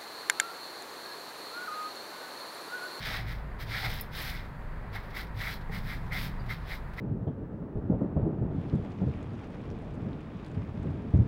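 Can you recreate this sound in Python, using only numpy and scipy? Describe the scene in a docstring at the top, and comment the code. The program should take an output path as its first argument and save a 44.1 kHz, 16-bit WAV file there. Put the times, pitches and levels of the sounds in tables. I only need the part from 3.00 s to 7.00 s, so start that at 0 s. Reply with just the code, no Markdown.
"""A hand brush scrubs wet denim on a concrete floor in a small washing yard.
Each stroke flicks bristles over the weave and fizzes in the suds. Where the bristles catch, they
judder and ring the brush block. The wet cloth ticks and squeaks, bangles clink once and the brush
knocks once, all with a short echo off the walls. Behind them a motor drones and far traffic rumbles."""
import sys
import numpy as np
from scipy import signal
from scipy.fft import rfft, irfft
from scipy.io import wavfile
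from scipy.ndimage import uniform_filter1d

SR = 44100
rng = np.random.default_rng(int(sys.argv[2]) if len(sys.argv) > 2 else 0)


def int16_out(signal):
    """Quantize to a 16-bit WAV file."""
    q = np.round(np.clip(np.atleast_2d(signal).T, -1, 1) * 32767)
    wavfile.write(sys.argv[1], SR, q.astype(np.int16))


N = 176400

# brush strokes: start_s, rise_s, end_s, release_s, bristle_db, suds_db
STROKES = [(-.04, .125, .17, .035, -41, -53), (.245, .045, .325, .045, -53, -61),
           (.58, .03, .627, .025, -51, -56), (.645, .11, .865, .06, -42, -52.5),
           (.87, .04, .997, .028, -52, -56.5), (1.1, .08, 1.29, .055, -44, -49.5),
           (1.91, .05, 1.965, .022, -50, -57), (2.0, .04, 2.13, .03, -65, -71),
           (2.13, .04, 2.215, .022, -48, -54.5), (2.335, .1, 2.53, .025, -45.5, -52),
           (2.703, .04, 2.77, .03, -50, -56), (2.81, .1, 2.935, .028, -51, -57),
           (3.109, .025, 3.258, .022, -45, -50.5), (3.478, .03, 3.53, .024, -49.5, -57),
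           (3.645, .08, 3.752, .02, -50, -56.5), (3.955, .04, 4.03, .03, -53, -60)]
# light drags of the wet cloth: middle_s, half_length_s, level_db
DRAGS = [(1.38, 0.036, -58), (3.05, 0.11, -71.5), (3.4, 0.092, -70), (3.66, 0.051, -64)]
# tone of the bristles and of the suds: pitch_hz, level_db
BRISTLE_TONE = [(200, -40), (600, -5), (1100, -5), (1500, 2), (2100, 4.5), (2450, 0), (2800, -5.5),
                (3300, 0), (3900, 0.5), (4400, -3.5), (5200, -4.5), (6000, -16), (7000, -24.5), (9000, -23),
                (16000, -33)]
SUDS_TONE = [(1000, 0), (4000, -8), (6000, -7.5), (7200, -12), (8200, -9), (9200, -12.5), (10500, -4.5),
             (12500, -2), (14000, -0.5), (15700, -1.5), (17000, -20)]
# bristles catching, and heavy pushes that ring the floor: middle_s, half_length_s, level_db
CATCHES = [(.08, 0.027, -41), (.17, 0.027, -39.5), (.295, 0.037, -46), (.62, 0.011, -44),
           (.75, 0.021, -35.5), (.82, 0.016, -42), (.857, .015, -34.5), (1.31, 0.087, -47.5),
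           (1.96, 0.018, -43), (2.185, 0.028, -40.5), (2.425, 0.025, -39.5), (2.478, .024, -37),
           (2.75, 0.032, -45), (2.915, 0.027, -40), (3.134, 0.015, -37), (3.173, 0.013, -35.5),
           (3.512, .014, -37), (3.724, 0.018, -40.5), (3.99, 0.0086, -39)]
PUSHES = [(.15, 0.064, -50.5), (.86, .035, -43), (1.96, .012, -50), (2.48, 0.014, -52), (3.16, 0.034, -52)]
# ringing notes of the brush block: pitch_hz, width_hz, level_db
BLOCK_NOTES = [(771, 130, -18), (1380, 440, -8.5), (1780, 400, -5.5), (2040, 270, -1.5), (2223, 220, -7.5),
               (3860, 700, -18.5)]
# small wet ticks: start_s, level_db
TICKS = [(1.451, -60.5), (1.485, -71), (2.0, -62), (2.045, -73), (2.105, -60), (2.27, -62), (2.345, -67),
         (2.611, -61), (3.065, -67), (3.463, -60), (3.585, -69), (3.935, -60.5)]
# squeak of wet cloth: middle_s, half_length_s, level_db
SQUEAKS = [(3.407, .012, -63)]
# notes of the bangles and of the knock: pitch_hz, level_db, ring_s (time to fade by 60 dB)
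BANGLE_NOTES = [(5254, -16, .06), (10000, -13, .06), (13500, -5, .012), (13840, -3, .018),
                (14380, -10, .02), (15660, -8, .025)]
KNOCK_NOTES = [(452, 2, .07), (797, -3, .08), (1050, -10, .04), (2030, -9, .025)]
# notes of the motor: pitch_hz, level_db
MOTOR_NOTES = [(27.8, -43), (52.5, -41.5)]
# how fast a distant engine fires: time_s, rate_hz
ENGINE_RATE = [(2.65, 35.6), (2.85, 35.8), (3.05, 34.4), (3.3, 35.9), (3.5, 38.8)]
# engine overtones at 2, 3, 4... times that rate: level_db
ENGINE_OVERTONES = [-12, 0, -3, -3, -8, -16.5]
# swells of the engine and of a low hum: middle_s, half_length_s, level_db
ENGINE_SWELLS = [(2.74, .05, -39.5), (2.88, 0.078, -41.5), (3.22, 0.14, -41)]
HUM_SWELLS = [(.25, 0.1, -43), (.7, 0.065, -38), (.87, 0.054, -38), (1.98, 0.12, -43.5), (2.39, 0.028, -40),
              (3.48, 0.036, -40.5)]
# tone of the outdoor hush and of the rumble: pitch_hz, level_db
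YARD_TONE = [(120, -48), (200, -1.5), (259, -5), (316, -8.5), (440, -6), (482, -8), (722, -8), (851, -9.5),
             (933, -5.5), (1140, -9.5), (1910, -12), (3020, -29), (4680, -32.5), (5730, -52), (16000, -59)]
RUMBLE_TONE = [(15, -10), (29, 5), (39, -7.5), (62, -10.5), (80, -6.5), (110, -8.5), (150, -7.5),
               (200, -16), (260, -25.5), (350, -30), (600, -58.5)]
# rise and fall of the rumble: time_s, level_db
RUMBLE_LEVELS = [(0, -44.5), (.55, -43), (.65, -44.5), (.92, -40), (1.02, -44.5), (1.45, -43), (1.6, -42),
                 (1.8, -43.5), (2.2, -47), (2.4, -41), (2.62, -43.5), (2.74, -38.5), (3.45, -42),
                 (3.7, -42), (4, -43.5)]

# gains added to the levels in the tables
BRISTLE_GAIN_DB, SUDS_GAIN_DB, JUDDER_GAIN_DB, RUMBLE_GAIN_DB = 3, .8, -.5, 2.5


def scrubbing():
    """Bristles flick over the weave and tiny soap bubbles burst, both following the strokes."""
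    rasp = sum(undb(db) * stroke(*timing, slope_db_per_s=-.5) for *timing, db, _ in STROKES)
    fizz = sum(undb(db) * stroke(*timing, slope_db_per_s=13) for *timing, _, db in STROKES)
    flicks = colour(clicks(per_s=5000, spread_db=2.6), BRISTLE_TONE)
    bubbles = colour(clicks(per_s=5000, spread_db=3.3), SUDS_TONE)
    bristles = undb(BRISTLE_GAIN_DB) * (rasp + swells(DRAGS)) * flicks
    suds = undb(SUDS_GAIN_DB) * fizz * bubbles
    weave = undb(.8 * wander(per_s=78))
    return (bristles + suds) * weave


def stroke(start, rise, end, release, slope_db_per_s):
    """Loudness of one push of the arm: it eases in, sags or grows, then dies away."""
    t = seconds()
    onset = np.sin(np.pi / 2 * np.clip((t - start) / rise, 0, 1)) ** 2
    hold = undb(slope_db_per_s * (np.clip(t, start, end) - (start + rise + end) / 2))
    return onset * hold * np.exp(-np.maximum(t - end, 0) / release)


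def judder():
    """Tufts stick and slip, ringing the brush block and, under a heavy push, the floor."""
    slips = lambda: clicks(per_s=900, spread_db=3)
    block = unit(sum(undb(db) * resonate(slips(), hz, width) for hz, width, db in BLOCK_NOTES))
    floor = resonate(slips(), hz=762, width_hz=210)
    return undb(JUDDER_GAIN_DB) * swells(CATCHES) * block + swells(PUSHES) * floor


def wet_ticks(fade_s=.014):
    """Wet cloth gives brief, quiet crackles."""
    t = seconds()
    level = sum(undb(db) * (t > at) * np.exp(-np.abs(t - at) / fade_s) for at, db in TICKS)
    drops = clicks(per_s=2500, spread_db=1)
    return level * (undb(4.5) * colour(drops, BRISTLE_TONE) + undb(-7.5) * colour(drops, SUDS_TONE))


def squeak():
    """Wet cloth squeaks thinly as it is pulled straight."""
    return swells(SQUEAKS) * resonate(rng.standard_normal(N), hz=4700, width_hz=300)


def hit(start_s, notes, crack_db, crack_hz, crack_s):
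    """Two hard things meet: a short crack, and notes that ring and fade."""
    age = np.maximum(seconds() - start_s, 0)
    ring = sum(undb(db - 60 * age / ring_s) * np.sin(2 * np.pi * hz * age) for hz, db, ring_s in notes)
    crack = resonate(rng.standard_normal(N), crack_hz, crack_hz / 4) * np.exp(-age / crack_s)
    return (ring + undb(crack_db) * crack) * np.minimum(age / .0004, 1)


def wall_echo(x, ring_s=.2, echo_db=-11, dull_above_hz=7000):
    """Close concrete walls add a short, slightly dull echo."""
    t = np.arange(SR // 2) / SR
    tail = rng.standard_normal(len(t)) * np.exp(-np.log(1000) * t / ring_s) * (t > .003)
    tail = signal.lfilter(*signal.butter(1, dull_above_hz, fs=SR), tail / np.linalg.norm(tail))
    return x + undb(echo_db) * signal.fftconvolve(x, tail)[:N]


def motor():
    """A motor drones on two deep notes that waver in level and pitch."""
    return sum(undb(db + 2.4 * wander(5.02)) * np.sin(wavering_phase(hz, depth=.0187, per_s=4))
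               for hz, db in MOTOR_NOTES)


def traffic():
    """A distant engine swells briefly, and a low hum comes and goes."""
    rate_hz = np.interp(seconds(), *np.array(ENGINE_RATE).T)
    firing = wavering_phase(rate_hz, depth=.0078, per_s=15)
    engine = sum(undb(db + 1.3 * wander(8.3)) * np.sin(k * firing + 2 * np.pi * rng.random())
                 for k, db in enumerate(ENGINE_OVERTONES, start=2))
    hum = np.sin(wavering_phase(hz=110.4, depth=.0415, per_s=24.93))
    hum = unit(hum * undb(3.2 * wander(25)))
    return swells(ENGINE_SWELLS) * engine + swells(HUM_SWELLS) * hum


def outdoor_noise(hush_db=-48):
    """A nearly steady outdoor hush lies over a low rumble that rises and falls."""
    hush = colour(rng.standard_normal(N), [(100, -34)] + list(YARD_TONE))
    hush *= undb(hush_db + .45 * wander(8))
    rumble_db = RUMBLE_GAIN_DB + np.interp(seconds(), *np.array(RUMBLE_LEVELS).T)
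    return hush + undb(rumble_db) * colour(rng.standard_normal(N), RUMBLE_TONE)


def undb(db):
    """Turn decibels into a number to multiply by."""
    return 10 ** (np.asarray(db) / 20)


def unit(x):
    """Scale a sound to an average power of 1."""
    return x / np.sqrt(np.mean(x ** 2))


def seconds():
    """The time of every sample."""
    return np.arange(N) / SR


def wander(per_s):
    """A smooth random drift with a spread near 1."""
    step = int(SR / per_s)
    stairs = np.repeat(rng.standard_normal(N // step + 1), step)
    return unit(uniform_filter1d(stairs, step)[:N])


def wavering_phase(hz, depth, per_s):
    """The angle of a wave whose pitch drifts by about the fraction `depth`."""
    return 2 * np.pi * np.cumsum(hz * (1 + depth * wander(per_s))) / SR


def colour(x, tone):
    """Shape a sound's lows and highs with a tone table; power 1."""
    hz, db = np.array(tone).T
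    all_hz = np.maximum(np.arange(N // 2 + 1) * SR / N, 1)
    gain = undb(np.interp(np.log(all_hz), np.log(hz), db))
    return unit(irfft(rfft(x) * gain, N))


def resonate(x, hz, width_hz):
    """Make a sound ring around one pitch; power 1."""
    b, a = signal.iirpeak(hz, hz / width_hz, fs=SR)
    return unit(signal.lfilter(b, a, signal.lfilter(b, a, x)))


def clicks(per_s, spread_db):
    """Tiny random clicks, a few stronger than the rest."""
    size = undb(spread_db * np.minimum(rng.exponential(size=N), 5))
    return (rng.random(N) < per_s / SR) * size * rng.choice([-1, 1], N)


def swells(table):
    """Loudness that rises and falls smoothly once for each row."""
    return np.sqrt(sum(undb(db) ** 2 * np.exp(-((seconds() - at) / half) ** 2) for at, half, db in table))


def scene():
    """Brush, cloth and bangles echo in the yard, over the background."""
    washing = scrubbing() + judder() + wet_ticks() + squeak()
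    clink = undb(-31) * hit(1.0098, BANGLE_NOTES, crack_db=-.5, crack_hz=13700, crack_s=.005)
    knock = undb(-38) * hit(2.696, KNOCK_NOTES, crack_db=-21, crack_hz=2500, crack_s=.0054)
    return (wall_echo(washing + clink + knock) + motor() + traffic() + outdoor_noise())[None]


def record(dry):
    """Cut off the highest treble, above 15800 Hz."""
    return signal.sosfilt(signal.ellip(10, .2, 80, 15800, fs=SR, output="sos"), dry)


dry = scene()
out = record(dry)
int16_out(out)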